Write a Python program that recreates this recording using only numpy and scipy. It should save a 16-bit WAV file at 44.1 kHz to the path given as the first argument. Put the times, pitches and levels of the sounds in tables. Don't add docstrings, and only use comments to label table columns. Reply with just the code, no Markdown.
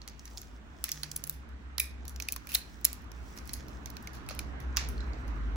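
import sys
import numpy as np
from scipy import signal
from scipy.fft import rfft, irfft, next_fast_len
from scipy.io import wavfile
from scipy.ndimage import uniform_filter1d, map_coordinates

SR = 44100
rng = np.random.default_rng(int(sys.argv[2]) if len(sys.argv) > 2 else 0)


def wav_record(signal):
    frames = np.transpose(np.atleast_2d(signal))
    bounded = np.clip(frames, -1, 1)
    quanta = np.round(bounded * 32767).astype(np.int16)
    wavfile.write(sys.argv[1], SR, quanta)


N = 245180

# t/s, snap level/dB before trim, ring level/dB, piece f/Hz, crunch level/dB re ring, room level/dB
CRACKS = [(0.017, -65, -37.5, 4100, -7, -11), (0.0769, -38.5, -34, 4190, 0, -14),
          (0.085, -54, -33, 6200, -12, -16), (0.097, -54, -42, 4900, -13, -14),
          (0.194, -60, -35.5, 5840, -9, -11), (0.2547, -41.5, -35, 5600, -11, -6),
          (0.277, -57, -39, 5120, -5, -22), (0.301, -56, -56, 7500, -10, -9),
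          (0.3737, -37.5, -27.5, 4980, -23, -11), (0.38, -48, -29, 6570, -23, -3.5),
          (0.4163, -38, -35, 6000, -17, -22), (0.841, -18.5, -23.5, 6620, -1, -11.5),
          (0.857, -39, -37, 5350, -4, -28), (0.883, -55, -34, 1860, -8, -8),
          (0.891, -31, -38.5, 4800, 10.5, -39), (0.9172, -24, -15.5, 6300, -19.5, -9),
          (0.924, -45, -28, 4840, -18, -25), (1.0329, -30, -21, 4314, -6.5, -16),
          (1.04, -54, -35, 1630, -1, -13), (1.1152, -29.5, -25.5, 6370, -32, -9),
          (1.1615, -28.5, -29.5, 7160, -13, -6.5), (1.164, -16.5, -24.5, 6130, -33, -33),
          (1.2392, -27.5, -25, 6630, -11, -11.5), (1.27, -35, -46.5, 2780, -5, -20),
          (1.274, -34, -41.5, 6310, -2, -15), (1.2963, -19, -39, 3840, 2.5, -18),
          (1.3267, -45, -48.5, 3680, -11.5, 6), (1.49, -58, -57, 5870, -7, -4),
          (1.7815, -23.5, -25.5, 4020, 0, -27), (1.7898, -49, -28.5, 1910, -23, 3.5),
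          (1.7971, -22, -42, 3700, -14, -30), (1.7998, -15.5, -10, 2390, -28, -4),
          (2.053, -40, -44.5, 2525, 1.5, -13), (2.0802, -33, -32, 6400, -18, -4),
          (2.095, -39, -39, 6300, -16, -22), (2.161, -46, -33.5, 6250, -8, -15),
          (2.2007, -33.5, -21.5, 2480, -10, -16), (2.2228, -34, -23.5, 6400, -13.5, -9.5),
          (2.2862, -23, -15.5, 2455, -16, -13), (2.323, -22, -25.5, 5990, -19, -16),
          (2.3304, -31, -33, 2380, -16, -21), (2.339, -43, -42, 6160, -5, -17),
          (2.3624, -24, -29, 1070, -4.5, -17), (2.4712, -35, -35.5, 2380, -9, -12),
          (2.491, -33.5, -37, 2670, -23, 7), (2.4918, -40, -35, 2330, -7, -1.5),
          (2.501, -45, -35, 2588, -23, 2), (2.5187, -32, -30, 2540, -19, 3),
          (2.532, -36, -33, 3180, -14, 1), (2.5408, -26, -39.5, 4130, 9.5, -16),
          (2.544, -28, -25.5, 3530, -21, -30), (2.55, -15, -11, 4063, -20.5, -8.5),
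          (2.5476, -17.5, -25, 3830, -12.5, -12), (2.5539, -30.5, -22.5, 3870, 3, -26),
          (2.813, -49, -52, 6520, -1, -21), (2.846, -19.5, -15, 7300, -14.5, -6),
          (2.8511, -7, -13, 5500, -8.5, -24), (2.9301, -30, -36, 7370, -5, -10),
          (3.02, -52.5, -59, 6000, -3, -21), (3.043, -59.5, -59, 6000, 0, -15),
          (3.117, -47, -45, 5500, 4, -29), (3.361, -53, -62, 4330, 0, 14),
          (3.375, -40.5, -40, 5470, 0.5, -16), (3.3863, -45, -34, 5640, -11, -35),
          (3.456, -50, -51, 4500, -3, -5), (3.4754, -41, -44, 5850, -3, -13),
          (3.4928, -42, -37.5, 5650, 1, -14), (3.5341, -24.5, -34.5, 5430, -12, -10),
          (3.538, -32, -26, 5960, -35, -2.5), (3.683, -49.5, -42.5, 5460, -11.5, -1.5),
          (3.8586, -40, -32, 6000, -5, -13.5), (3.8723, -55.5, -39, 2110, -16, -21),
          (3.9023, -36, -39, 5210, -6, -21), (3.968, -41, -37, 4200, 2, -20),
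          (4.026, -45, -49, 6670, -16, -7), (4.0728, -39.5, -27.5, 2120, -8, -17.5),
          (4.133, -48.5, -52, 4870, 0.5, 4.5), (4.152, -48, -48, 5500, -8, -2),
          (4.264, -61.5, -43, 4750, -9, -5.5), (4.2886, -31.5, -30.5, 2500, -8, -7),
          (4.297, -44, -31, 4627, -7, -14), (4.308, -46, -28.5, 1297, -28, -4),
          (4.31, -56, -29, 546, -13, -7), (4.35, -38, -42, 2570, -25, -8),
          (4.3914, -25.5, -22, 2335, -7, -16), (4.603, -46, -46.5, 5560, -5.5, -4),
          (4.764, -69, -30, 6030, -10, -10), (4.7697, -22.5, -15.5, 5350, 1, -11),
          (4.7744, -52.5, -25, 2630, -5, -11), (4.776, -56, -28.5, 1140, 1.5, -10),
          (4.786, -59, -41, 5540, -1, -14), (4.8881, -34.5, -36.5, 5880, -19, -3),
          (4.979, -67, -41, 4130, -6, -10), (5.005, -71, -36, 3851, -21, -1),
          (5.133, -70, -42.5, 4500, -8, -4), (5.279, -49.5, -45.5, 5080, -3, -5.5)]
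# f/Hz, level/dB
SNAP_SPECTRUM = [(4000, -38), (6500, -9), (8500, 9), (11000, 13), (13500, 12), (15500, 14), (16300, -16),
                 (17000, -39.5)]
# f/Hz, level/dB
CRUNCH_SPECTRUM = [(250, -46), (500, -15), (1200, -4.5), (2400, 0.5), (3200, -5), (4500, 0.5), (6300, 0.5),
                   (8000, -14.5), (10000, -27.5)]
# nominal f/Hz, nominal level/dB re piece
SHELL_MODES = [(2450, -18), (3600, -26), (4300, -13.5), (5300, -16), (6300, -18)]
# f/Hz, t60/s
ROOM_T60 = [(800, 0.43), (2500, 0.41), (5000, 0.33), (10000, 0.21), (15700, 0.16), (16300, 0.024)]
# t/s, base level/dB
RUBBING = [(0.0, -75), (0.43, -56), (0.6, -73.5), (0.79, -62.5), (0.86, -48), (0.99, -51), (1.07, -59),
           (1.34, -61), (1.47, -82), (2.0, -68.5), (2.24, -69), (2.5, -61), (2.8, -64.5), (3.08, -67),
           (3.33, -59), (3.38, -70), (3.43, -65), (3.56, -57), (3.84, -63.5), (4.26, -71.5), (4.6, -74),
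           (4.94, -65), (5.15, -71.5), (5.56, -70)]
# f/Hz, level/dB
SKIN_SPECTRUM = [(1500, -17), (3000, -7.5), (6000, 9), (8500, -1), (11000, -5), (13300, -9.5), (15800, 1.5),
                 (16100, -36.5), (16500, -120)]
# t/s, f/Hz, mean level/dB
DRONE_HIGH = [(0.0, 63.56, -71), (0.8, 65.4, -59.5), (1.5, 66.48, -46), (2.3, 65.5, -45.5),
              (2.8, 65.83, -66), (3.6, 65.5, -46.5), (4.3, 64.3, -46.5), (4.8, 64.3, -36),
              (5.15, 62.8, -37), (5.56, 64.07, -58)]
# t/s, f/Hz, mean level/dB
DRONE_LOW = [(0.0, 55.54, -60.5), (0.8, 55.78, -58), (1.5, 59.5, -56.5), (2.1, 60.5, -67), (2.8, 59.9, -45),
             (3.5, 56.5, -50), (4.3, 54.07, -56), (4.75, 55.18, -38.5), (5.15, 53, -42), (5.56, 52.5, -35)]
# t/s, base level/dB
NEARNESS = [(0.0, -58.5), (1.4, -57.5), (2.8, -55.5), (4.35, -50.5), (4.75, -49), (5.56, -48)]
# f/Hz, level/dB
RUMBLE_SPECTRUM = [(12, -39.5), (20, -15), (36, -23), (59, 2), (77, -11.5), (92, -15), (124, -19),
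                   (176, -21.5), (218, -16), (312, -20), (600, -66), (780, -59.5), (1320, -120)]
# f/Hz, level/dB
TYRE_SPECTRUM = [(260, 3), (450, -0.5), (497, -4), (1560, -3.5), (3560, -20), (4410, -24), (5180, -33.5),
                 (6030, -28), (9000, -50), (11700, -61), (19800, -120)]
# t/s, length/s, f/Hz, level/dB
MOANS = [(0.91, 0.3, 149.3, -53.5), (1.226, .14, 153, -54.5)]
# f/Hz, level/dB
AIR_SPECTRUM = [(1500, -10), (2500, 5), (3500, 2), (5000, -5), (8000, -8), (9000, -14), (15800, -41),
                (16100, -57), (16500, -120)]
# f/Hz, correlation/1
LIKENESS = [(60, 0.66), (150, 1), (380, 0.32), (950, -0.025), (2380, -0.26), (5980, -0.2), (15000, 0.2)]
# f/Hz, level/dB
BALANCE = [(60, 0.5), (150, 3), (380, -2.5), (950, -6), (2380, -3.5), (5980, -2), (15000, 2)]
# f/Hz, phase/rad
TREBLE_LAG = [(8300, 3.7), (8900, 3.3), (11000, 2 * np.pi), (13200, 3 * np.pi), (15700, 4 * np.pi),
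              (17000, 4 * np.pi)]

SNAP_TRIM_DB = -1.0
RING_T60_S, PITCH_DECAY_POWER = 0.014, 0.27
RING_PAN_DB, PAN_SCATTER_DB = -6, 3
SKIN_DB, CRUMBLING_DB = -8, -9.5
RUMBLE_DB, TYRES_DB = 5.0, 0
OCTAVE_OPENS_S, OCTAVE_RAMP_S = 3.22, 0.47
AIR_DB = -72.5
ONE_PORT_HZ, TOP_HZ = 8300, 17050


def amp(db):
    return 10 ** (np.asarray(db) / 20)


def unit(x):
    return x / np.sqrt(np.mean(x ** 2) + 1e-20)


def along(points, hz):
    f, value = np.transpose(points)
    return np.interp(np.log(hz + 1), np.log(f + 1), value)


def curves(rows):
    s, *columns = np.transpose(rows)
    return [np.interp(np.arange(N) / SR, s, c) for c in columns]


def wobble(rate_hz):
    knots = rng.standard_normal(int(N * rate_hz / SR) + 4)
    return map_coordinates(knots, [np.arange(N) * rate_hz / SR])


def filtered(x, response):
    n = x.shape[-1]
    m = next_fast_len(n + 4096)
    return irfft(rfft(x, m) * response(np.fft.rfftfreq(m, 1 / SR)), m)[..., :n]


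def coloured(x, spectrum):
    return filtered(x, lambda hz: amp(along(spectrum, hz)))


def cracks(wall_delay_s=0.0036):
    out = np.zeros((2, N + SR))
    t = np.arange(SR // 20) / SR - .003
    burst = np.exp(-(t / .0005) ** 2) + .1 * np.exp(-abs(t) / np.where(t < 0, .001, .002))
    late_s = np.clip(t + .0003, 0, None)
    click = np.arange(len(t)) == np.argmax(burst)
    bright, dull = (unit(coloured(click, c)) / np.sqrt(len(t)) for c in (SNAP_SPECTRUM, CRUNCH_SPECTRUM))
    for s, snap_db, ring_db, hz, crunch_db, room_db in CRACKS:
        pan_db = RING_PAN_DB + PAN_SCATTER_DB * rng.standard_normal()
        grit = unit(coloured(rng.standard_normal(len(t)), SNAP_SPECTRUM))
        snap = amp(snap_db + SNAP_TRIM_DB) * grit * burst

        t60_s = RING_T60_S / (hz / 4000) ** PITCH_DECAY_POWER
        swell = (1 - np.exp(-late_s / 0.00048)) * amp(-60 * late_s / t60_s)
        swell = swell * amp(ring_db + pan_db * np.array([[.5], [-.5]]))
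        noise = rng.standard_normal(len(t)) + 4.8 * rng.standard_normal((2, len(t)))
        crunch = swell * amp(crunch_db) * unit(coloured(noise, CRUNCH_SPECTRUM))
        ring = shell_ring(hz, late_s, swell)

        spread = amp(-2) * np.linalg.norm(snap) * bright
        spread = spread + amp(3) * np.linalg.norm(crunch) * dull
        spread = spread + amp(-5) * ring.mean(0)
        wet = amp(room_db) * signal.fftconvolve(spread[None], room_tail(), axes=1) * amp([[-1.5], [1.5]])

        near = snap + crunch + ring
        for delay_s, size_db in rng.uniform([.001, -30], [.015, -18], (3, 2)):
            near = near + amp(size_db) * np.roll(snap + crunch, round(delay_s * SR), axis=1)
        at = round((s + t[0]) * SR) + 15
        out[:, at:at + len(t)] += near
        out[:, at + round(wall_delay_s * SR):][:, :wet.shape[1]] += wet
    return out[:, :N]


def shell_ring(hz, late_s, swell, rough=0.41, lead_rad=1.0):
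    ring = np.zeros_like(swell)
    shell = [(f * rng.normal(1, 0.047), db + rng.normal(0, 1)) for f, db in SHELL_MODES]
    for f0, db in [(hz, 0)] + shell:
        steps = rng.standard_normal(len(late_s))
        drift = rough * np.cumsum(steps) * f0 / 2500 * np.sqrt(f0 / SR)
        sooner = np.array([[0], [lead_rad + 0.77 * rng.standard_normal()]]) * min(f0 / 2500, 1)
        ring += swell * amp(db) * np.sin(2 * np.pi * f0 * late_s + drift + sooner)
    corner_hz = 1.4 * min(hz, SHELL_MODES[0][0])
    return filtered(ring, lambda f: np.clip(f / corner_hz, 0, 1) ** 2)


def room_tail():
    hz, t, z = signal.stft(rng.standard_normal((2, SR // 3)), SR, nperseg=128)
    lumps = amp(2.2 * rng.standard_normal(len(t)))
    decay = amp(-60 * t / along(ROOM_T60, hz)[:, None])
    tail = signal.istft(z * lumps * decay, SR, nperseg=128)[1]
    return tail / np.linalg.norm(tail[0])


def rubbing(hiss_db=-5):
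    rub_db, = curves(RUBBING)
    hiss = rush(SKIN_SPECTRUM, patchy_db=2)
    skin = ticks(per_s=2700, spread_db=2.5, life_s=.0003, spectrum=SKIN_SPECTRUM) + amp(hiss_db) * hiss
    grains = ticks(per_s=800, spread_db=9.0, life_s=0.0014, spectrum=CRUNCH_SPECTRUM)
    crumbling = grains * amp([[-2.5], [2.5]])
    uneven_db = 3 * wobble(8)
    return amp(rub_db + SKIN_DB + uneven_db) * skin + amp(rub_db + CRUMBLING_DB) * crumbling


def ticks(per_s, spread_db, life_s, spectrum):
    chance = per_s / SR * amp(7.1 * wobble(25))
    sizes = amp(spread_db * np.minimum(rng.exponential(size=N), 4)) * rng.standard_normal(N)
    hits = (rng.uniform(size=N) < chance) * sizes
    t = np.arange(SR // 100) / SR
    grain = rng.standard_normal(len(t)) * np.exp(-t / life_s)
    return unit(coloured(signal.fftconvolve(hits, grain)[:N], spectrum))


def rush(spectrum, patchy_db):
    z = signal.stft(rng.standard_normal((2, N)), nperseg=512)[2]
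    field = uniform_filter1d(rng.standard_normal(z.shape[1:]), size=6, axis=0)
    field = uniform_filter1d(field, size=14, axis=1)
    pair = signal.istft(z * amp(patchy_db * unit(field)), nperseg=512)[1][:, :N]

    def mid_side(hz):
        turn = np.arccos(np.clip(along(LIKENESS, hz), -1, 1)) / 2
        return amp(along(spectrum, hz)) * [np.cos(turn), np.sin(turn)]

    mid, side = filtered(pair, mid_side)
    both = np.array([mid + side, mid - side])
    both = filtered(both, lambda hz: amp(along(BALANCE, hz) * [[.5], [-.5]]))
    return both / np.std(both.mean(0))


def traffic():
    near_db, = curves(NEARNESS)
    drones = drone(DRONE_HIGH, unsteady_db=3, octave_db=-36) + drone(DRONE_LOW, unsteady_db=5, octave_db=-43)
    rumble = amp(near_db + RUMBLE_DB) * rush(RUMBLE_SPECTRUM, patchy_db=0.5)
    tyres = amp(near_db + TYRES_DB) * rush(TYRE_SPECTRUM, patchy_db=1.6)
    return drones + rumble + tyres


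def drone(rows, unsteady_db, octave_db):
    hz, db = curves(rows)
    db = db + unsteady_db * np.tanh(wobble(5))
    opening = np.clip((np.arange(N) / SR - OCTAVE_OPENS_S) / OCTAVE_RAMP_S, .15, 1)
    return tone(hz, db) + opening * tone(2 * hz, octave_db + db / 2)


def tone(hz, db):
    phase = 2 * np.pi * np.cumsum(hz * np.ones(N)) / SR
    return np.sqrt(2) * amp(db) * np.sin(phase + np.array([[.2], [-.2]]))


def moans():
    t = np.arange(N) / SR
    out = np.zeros((2, N))
    for s, length_s, hz, db in MOANS:
        swell = np.sin(np.pi * np.clip((t - s) / length_s, 0, 1)) ** 0.2
        out += swell * tone(hz, db)
    return out


def air():
    return amp(AIR_DB) * rush(AIR_SPECTRUM, patchy_db=1.2)


def scene():
    return cracks() + rubbing() + traffic() + moans() + air()


def record(dry):
    def share(hz):
        return np.clip((hz - ONE_PORT_HZ) / 600 + .5, 0, 1)

    right = filtered(dry[1], lambda hz: 1 - share(hz))
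    right += filtered(dry[0], lambda hz: amp(0.86) * share(hz) * np.exp(-1j * along(TREBLE_LAG, hz)))
    both = np.array([dry[0], right])
    both = both / (1 + abs(both / .9) ** 6) ** (1 / 6)
    return filtered(both, lambda hz: np.clip((TOP_HZ - hz) / 500, 0, 1) ** 2)


dry = scene()
out = record(dry)
wav_record(out)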